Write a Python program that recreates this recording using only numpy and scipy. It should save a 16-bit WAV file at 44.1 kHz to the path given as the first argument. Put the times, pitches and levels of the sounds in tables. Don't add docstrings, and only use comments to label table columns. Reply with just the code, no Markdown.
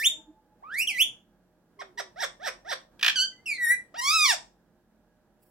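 import sys
import numpy as np
from scipy import signal
from scipy.fft import rfft, irfft, next_fast_len
from scipy.io import wavfile
from scipy.ndimage import uniform_filter1d, map_coordinates

SR = 44100
rng = np.random.default_rng(int(sys.argv[2]) if len(sys.argv) > 2 else 0)


def makeup_ratio(level_db):
    decades = np.asarray(level_db, float) / 20
    return 10 ** decades


def wav_out(sig):
    wavfile.write(sys.argv[1], SR, np.round(np.clip(np.atleast_2d(sig).T, -1, 1) * 32767).astype(np.int16))


N = 242550
TIME_S = np.arange(N) / SR

# time of the top pitch in seconds, run-up in seconds, top pitch in Hz, peak level in dB.
CLUCK_EVENTS = [
    (1.807, 0.018, 1120, -39),
    (1.99, 0.016, 1004, -31.5),
    (2.213, .056, 967, -28),
    (2.453, .058, 930, -29.5),
    (2.701, 0.055, 951, -30),
]
CLUCK_PAN_DB = -4


def unit(x):
    return x / np.sqrt(np.mean(x ** 2) + 1e-20)


def along(points, hz):
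    f, v = np.transpose(points)
    return np.interp(np.log(hz + 1), np.log(f + 1), v)


def curves(rows, t):
    s, *cols = np.transpose(rows)
    return [np.interp(t, s, c) for c in cols]


def wobble(rate_hz, size=N):
    knots = rng.standard_normal(int(size * rate_hz / SR) + 4)
    return map_coordinates(knots, [np.arange(size) * rate_hz / SR])


def phase_of(hz):
    return 2 * np.pi * np.cumsum(hz) / SR


def filtered(x, response):
    m = next_fast_len(N + SR // 2)
    return irfft(rfft(x, m) * response(np.fft.rfftfreq(m, 1 / SR)), m)[..., :N]


def resonances(modes, hz):
    total = 0
    for k, (centre_hz, width_hz, db) in enumerate(modes):
        damping = 1j * hz * width_hz
        total = total + (-1) ** k * makeup_ratio(db) * damping / (centre_hz ** 2 - hz ** 2 + damping)
    return total


def sides(pan_db):
    return makeup_ratio(np.array([pan_db / 2, -pan_db / 2]))


def noise_pair(spectrum, alike):
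    def shares(hz):
        turn = np.arccos(np.clip(along(alike, hz), -1, 1)) / 2
        return makeup_ratio(along(spectrum, hz)) * [np.cos(turn), np.sin(turn)]
    mid, side = filtered(rng.standard_normal((2, N)), shares)
    return unit(np.array([mid + side, mid - side]))


def soft_tone(rows, unsteady_db):
    hz, db = curves(rows, TIME_S)
    edge = np.clip(np.minimum(TIME_S - rows[0][0], rows[-1][0] - TIME_S) / 0.0069, 0, 1)
    return edge * makeup_ratio(db + 7.5 + unsteady_db * wobble(30)) * np.sin(phase_of(hz))


def hiss():
    # frequency in Hz, density in dB per Hz.
    hiss_spectrum = [(3000, -30), (9000, -9), (12500, 0), (16000, -2)]
    return makeup_ratio(-87) * noise_pair(hiss_spectrum, [(5000, 0.0074)])


def hum(bird):
    # frequency in Hz, density in dB per Hz.
    hum_spectrum = [(22, -22), (38, -5.5), (57, -11.5), (70, -10.5), (178, -5.5), (318, -6), (420, -14),
                    (464, -7), (540, -12.5), (830, -13.5), (1100, -21), (1640, -19.5), (2120, -29.5),
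                    (12700, -38.5), (16000, -41)]
    # frequency in Hz, left-right likeness from -1 to 1.
    hum_likeness = [(60, 1), (240, 0.77), (950, 1), (3770, -0.18), (15000, -0.4)]
    hum_db, lift_db, lift_s, lift_from_db, lift_range_db = -70.5, 7, 0.23, -57.5, 34.5
    power = uniform_filter1d(bird.mean(axis=0) ** 2, round(lift_s * SR))
    bird_db = 10 * np.log10(abs(power) + 1e-12)
    air_db = hum_db + lift_db * np.clip((bird_db - lift_from_db) / lift_range_db, 0, 1)
    return makeup_ratio(air_db + 2.5 + 0.28 * wobble(15.0)) * noise_pair(hum_spectrum, hum_likeness)


def fan():
    # frequency in Hz, level in dB.
    fan_tones = [(45, -74.5), (177, -75), (216, -75), (354, -77.5), (616, -79.5), (1660, -87.5)]
    out = np.zeros(N)
    for hz, db in fan_tones:
        varying_hz = hz * (1 + 0.0085 * wobble(5.1))
        out += makeup_ratio(db + 4 * wobble(9)) * np.sin(phase_of(varying_hz))
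    return out


def motor():
    # time in seconds, half length in seconds, peak level in dB.
    swells = [
        (0.206, 0.14, -68.5),
        (1.059, .08, -73.5),
    ]
    whine_hz, sink_hz_per_s, whine_db, whine_fade_db_per_s = 918, 135, -72, 10
    drone_hz, gone_s = 314, 1.1
    drone_db = np.max([db - 12 * ((TIME_S - s) / half_s) ** 2 for s, half_s, db in swells], axis=0)
    lines = [(whine_hz - sink_hz_per_s * TIME_S, whine_db - whine_fade_db_per_s * TIME_S),
             (drone_hz - 10 * TIME_S, np.maximum(drone_db, -90)),
             (2 * drone_hz - 20 * TIME_S, np.maximum(drone_db - 6.0, -95))]
    out = np.zeros(N)
    for hz, db in lines:
        varying_hz = hz * (1 + 0.017 * wobble(40))
        out += makeup_ratio(db + 7.5 + 6.8 * wobble(30)) * np.sin(phase_of(varying_hz))
    return (TIME_S < gone_s) * out


def noisy_call():
    # frequency in Hz, density in dB per Hz.
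    call_spectrum = [(1470, -40), (2500, -13.5), (3490, -16.5), (4140, -10), (6970, -13), (7830, -5),
                     (16000, 0)]
    start_s, attack_s, call_db, comb_hz, comb_depth_db = 5.39, .04, -65.5, 2560, 6
    rasp = filtered(noise_pair(call_spectrum, [(5000, .5)]),
                   lambda hz: makeup_ratio(comb_depth_db * (np.cos(2 * np.pi * hz / comb_hz) - 1.0)))
    return makeup_ratio(call_db + 2.8 * wobble(60)) * np.clip((TIME_S - start_s) / attack_s, 0, 1) * rasp


def background(bird):
    return (hum(bird) + fan() + motor() + noisy_call() + hiss()) * sides(-2.5)[:, None]


def neighbour():
    # time in seconds, pitch in Hz, level in dB.
    far_whistle = [
        (3.32, 2005, -78.5),
        (3.35, 1980, -69.5),
        (3.445, 2130, -85),
    ]
    return soft_tone(far_whistle, unsteady_db=6)


def room(x):
    # frequency in Hz, decay time t60 in seconds.
    decay_times = [(300, 0.48), (1500, 0.21), (4000, 0.21), (8000, 0.23), (15000, 0.069)]
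    # frequency in Hz, tail level in dB.
    tail_colour = [(400, -12), (900, -6), (2000, 0), (16000, 0)]
    hz, t, z = signal.stft(rng.standard_normal((2, SR)), SR, nperseg=256)
    decay = t / along(decay_times, hz)[:, None]
    fall = makeup_ratio(-60 * decay) + makeup_ratio(-28.5 - 30 * decay)
    tail = signal.istft(z * makeup_ratio(along(tail_colour, hz))[:, None] * fall, SR, nperseg=256)[1]
    tail = tail * np.clip(np.arange(tail.shape[1]) / SR / .009, 0, 1)
    tail = makeup_ratio(-8.0) * tail / np.linalg.norm(tail[0])
    echo_s = rng.uniform(.001, .02, (8, 1)) + rng.normal(0, .0001, (8, 2))
    for at_s, strength in zip(echo_s, rng.choice([-1, 1], 8) * makeup_ratio(-22)):
        tail[[0, 1], (at_s * SR).astype(int)] += strength
    return signal.fftconvolve(x.mean(axis=0)[None], tail, axes=1)[:, :N]


def chest():
    hz, sag_hz_per_s, lead_s, lag_s, end_s = 405, 450, .04, .02, .13
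    peak_db, fade_db, spent_db_per_s = -58.5, 11.5, 98
    out = np.zeros(N)
    for s, run_up_s, *_ in CLUCK_EVENTS:
        rows = [(s - lead_s, hz, peak_db - fade_db),
                (s + lag_s, hz, peak_db),
                (s + end_s, hz - sag_hz_per_s * end_s, peak_db - fade_db)]
        out += makeup_ratio(-spent_db_per_s * run_up_s) * soft_tone(rows, unsteady_db=-1.0)
    return out * sides(CLUCK_PAN_DB)[:, None]


def voice(calls, throat, colour, jitter, shimmer_db, hoarse, spread_hz, fade_s=.006, strain=0):
    over_base, over_gain, slope_base, slope_gain = colour
    out = np.zeros((2, N))
    for rows, pan_db in calls:
        a, b = round(rows[0][0] * SR), round(rows[-1][0] * SR)
        n, t = b - a, np.arange(a, b) / SR
        pitch, db = uniform_filter1d(curves(rows, t), size=300, mode="nearest")
        effort_db = db + 25
        over_db = over_base + over_gain * effort_db
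        slope_db = slope_base + slope_gain * effort_db
        pitch = pitch * (1 + jitter * wobble(400, n) + .004 * wobble(45, n))
        phase = phase_of(pitch)
        k = np.arange(1, 17000 // pitch.min() + 1)[:32, None]
        size = makeup_ratio((k > 1) * (over_db + slope_db * np.log2(k / 2))) * abs(resonances(throat, k * pitch))
        size = size * (k * pitch < 17000)
        size = size / np.sqrt(np.sum(size ** 2, axis=0) / 2)
        fray = np.array([wobble(spread_hz, n) + 1j * wobble(spread_hz, n) for _ in k])
        share = np.clip(hoarse * makeup_ratio(strain * (db - db.max())) * (k - 1) ** 1.5, 0, .8)
        flutter = makeup_ratio(shimmer_db * 0.4 * np.minimum(k, 8) * np.array([wobble(55, n) for _ in k]))
        waves = np.imag((np.sqrt(1 - share ** 2) + share * fray) * np.exp(1j * k * phase))
        tone = np.sum(size * flutter * waves, axis=0)
        edge = np.clip(np.minimum((t - t[0] + (a == 0)) / .005, (t[-1] - t) / fade_s), 0, 1)
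        out[:, a:b] += tone * edge * makeup_ratio(db - 0.5) * sides(pan_db)[:, None]
    return out


def trill():
    burst_peaks = [
        -35,
        -28,
        -7.5,
        -8,
        -6.5,
        -4,
        -11,
    ]
    # frequency in Hz, width in Hz, level in dB.
    open_throat = [(1020, 150, -25.5), (1810, 160, -9), (2366, 180, -5), (3180, 940, -5), (5640, 1400, -1),
                   (8900, 15000, -10.5)]
    start_s, every_s, burst_s, pan_db = 2.993, .0172, 0.0098, -2.5
    out, t = np.zeros((2, N)), np.arange(SR // 50) / SR
    ring = resonances(open_throat, np.fft.rfftfreq(len(t), 1 / SR))
    for n, db in enumerate(burst_peaks):
        i = round((start_s + n * every_s) * SR)
        rate_hz = 1250 - 70000 * t + 90 * wobble(400, len(t))
        slaps = (.5 + .5 * np.cos(phase_of(rate_hz))) ** 14
        swell = np.clip(t / 0.0013, 0, 1) * np.clip((burst_s - t) / 0.0023, 0, 1)
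        rough = 1 + 0.15 * rng.standard_normal(len(t))
        burst = irfft(rfft(swell * slaps * rough) * ring, len(t))
        burst = makeup_ratio(db - 3.0) * burst / abs(burst).max()
        out[:, i:i + len(t)] += burst * sides(pan_db)[:, None]
    return out


def cluck(top_s, run_up_s, top_hz, db):
    slack_hz, climb_hz_per_s, swell_db_per_s, held_db_per_s = 456, 7000, 297, 81.5
    drop_s = .022 + 0.45 * run_up_s
    top_db = db - held_db_per_s * run_up_s
    return [(top_s - run_up_s, top_hz - climb_hz_per_s * run_up_s, top_db - swell_db_per_s * run_up_s),
            (top_s, top_hz, top_db),
            (top_s + drop_s / 2, 0.22 * top_hz + 0.84 * slack_hz, db),
            (top_s + drop_s, slack_hz, db - 4)]


def clucks():
    # frequency in Hz, width in Hz, level in dB.
    shut_beak = [(704, 420, 1), (1854, 340, 2.5), (3540, 230, 1), (5520, 240, 2), (8160, 540, -9),
                 (13600, 2900, -22.5)]
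    calls = [(cluck(*row), CLUCK_PAN_DB) for row in CLUCK_EVENTS]
    return voice(calls, shut_beak, (0.87, 0.26, -0.17, 0.4), jitter=.012, shimmer_db=1.2, hoarse=.24,
                 spread_hz=900, fade_s=.012, strain=.8)


def squawks():
    # frequency in Hz, width in Hz, level in dB.
    wide_beak = [(1140, 3500, 2), (2696, 4400, 4.5), (5270, 630, 8), (7450, 1000, -8), (10530, 790, -5),
                 (14340, 2700, -21.5)]
    # time in seconds, pitch in Hz, level in dB.
    short_call = [(3.155, 1608, -25), (3.185, 1451, -25), (3.207, 1473, -21), (3.239, 1566, -27),
                  (3.258, 1521, -31.5)]
    lead_in = [(3.94, 554.8, -40), (3.954, 737.4, -42), (3.97, 927, -39), (3.996, 947, -28),
               (4.01, 952, -32)]
    arch_call = [(4.01, 993.7, -33), (4.082, 1147, -23), (4.145, 1329, -22), (4.2, 1238, -22),
                 (4.235, 1218, -20), (4.264, 1093, -19), (4.274, 1031, -26.5), (4.304, 916, -19.5),
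                 (4.356, 567, -38)]
    out = voice([(short_call, -4.5)], wide_beak, (9.5, 0.8, -11.5, 0.44),
                jitter=.006, shimmer_db=1.3, hoarse=.07, spread_hz=700)
    out += voice([(lead_in, -1)], wide_beak, (2, 0.44, -1.5, 0.66),
                 jitter=.005, shimmer_db=2, hoarse=.022, spread_hz=700, strain=-.5)
    out += voice([(arch_call, -2.5)], wide_beak, (-3, 1.2, -3, -0.4),
                 jitter=.003, shimmer_db=1.4, hoarse=.019, spread_hz=700)
    return out


def falling_call():
    # frequency in Hz, width in Hz, level in dB.
    tube = [(2270, 2000, -2), (5500, 1800, -3.5), (7220, 880, -2), (9900, 900, 2), (11500, 1200, -8),
            (13300, 1300, -9)]
    # time in seconds, pitch in Hz, level in dB.
    fall = [(3.457, 2885, -40), (3.463, 2770, -35), (3.485, 2525, -31), (3.517, 2317, -28),
            (3.579, 1985, -46)]
    held = [(3.578, 1943, -35), (3.59, 1996, -35), (3.636, 1914, -24), (3.67, 1816, -24),
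            (3.722, 1973, -19), (3.757, 2001, -32.5)]
    beat_share, depth, strained_depth, strain_s = .175, .09, .3, 3.705
    depth = depth + (strained_depth - depth) * np.clip((TIME_S - strain_s) / 0.024, 0, 1)
    beat_hz = beat_share * curves(fall + held, TIME_S)[0] * (1 + 0.083 * wobble(80))
    beating = 1 + depth * np.sin(phase_of(beat_hz))
    out = voice([(fall, -3)], tube, (-18, -1.1, -2.5, 1),
                jitter=.004, shimmer_db=1.5, hoarse=.2, spread_hz=1600)
    out += voice([(held, 1)], tube, (-24.5, -0.35, 1.5, 0.95),
                 jitter=.002, shimmer_db=1.7, hoarse=.035, spread_hz=1100)
    return beating * out


def whistles():
    # frequency in Hz, width in Hz, level in dB.
    narrow_beak = [(2170, 2600, 1.5), (5670, 460, 5), (9430, 3800, 1), (10483, 390, -1), (14000, 500, -6),
                   (15100, 2144, -8)]
    # time in seconds, pitch in Hz, level in dB.
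    first_call = [(0, 1750, -32), (.016, 1787, -30.5), (.036, 2408, -29), (.068, 3646, -14.5),
                  (.096, 3594, -32.5)]
    rise = [(.622, 668.5, -54), (.642, 1115, -44.5), (.69, 1301, -45.5), (.748, 1848, -32),
            (.76, 2030, -34.5), (.792, 2391, -25), (.832, 2879, -26), (.862, 2873, -48)]
    swoop = [(.871, 3328, -23.5), (.905, 2348, -27.5), (.929, 2094, -40), (.959, 1988, -36.5),
             (.973, 1949, -33), (1.013, 2977, -16), (1.028, 3412, -18), (1.044, 3580, -33)]
    out = voice([(first_call, -1)], narrow_beak, (-9, 0.45, -11, -1.15),
                jitter=.004, shimmer_db=1.8, hoarse=.18, spread_hz=1800)
    out += voice([(rise, -3.5)], narrow_beak, (-13, .5, -1, 1.3),
                 jitter=.004, shimmer_db=1.8, hoarse=.26, spread_hz=1800, strain=.3)
    out += voice([(swoop, -3.5)], narrow_beak, (-14, 0.09, -6, 0),
                 jitter=.004, shimmer_db=1.8, hoarse=.16, spread_hz=1800)
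    return out


def at_ports(x):
    # frequency in Hz, lead of the left port in radians.
    port_lead = [(200, -3.4), (700, -4.7), (1500, -0.099), (3000, -1.1), (5200, -0.61), (9000, -1.5),
                 (14000, -0.84)]
    return filtered(x, lambda hz: np.exp(.5j * along(port_lead, hz) * np.array([[1], [-1]])))


def scene():
    bird = whistles() + falling_call() + clucks() + squawks() + trill() + neighbour()
    heard = at_ports(bird) + room(bird) + chest()
    return heard + background(heard)


def top_cut(x):
    return signal.sosfilt(signal.butter(12, 16140, fs=SR, output="sos"), x)


def record(dry):
    mix = filtered(dry, lambda hz: hz < 15900)
    return top_cut(mix)


dry = scene()
out = record(dry)
wav_out(out)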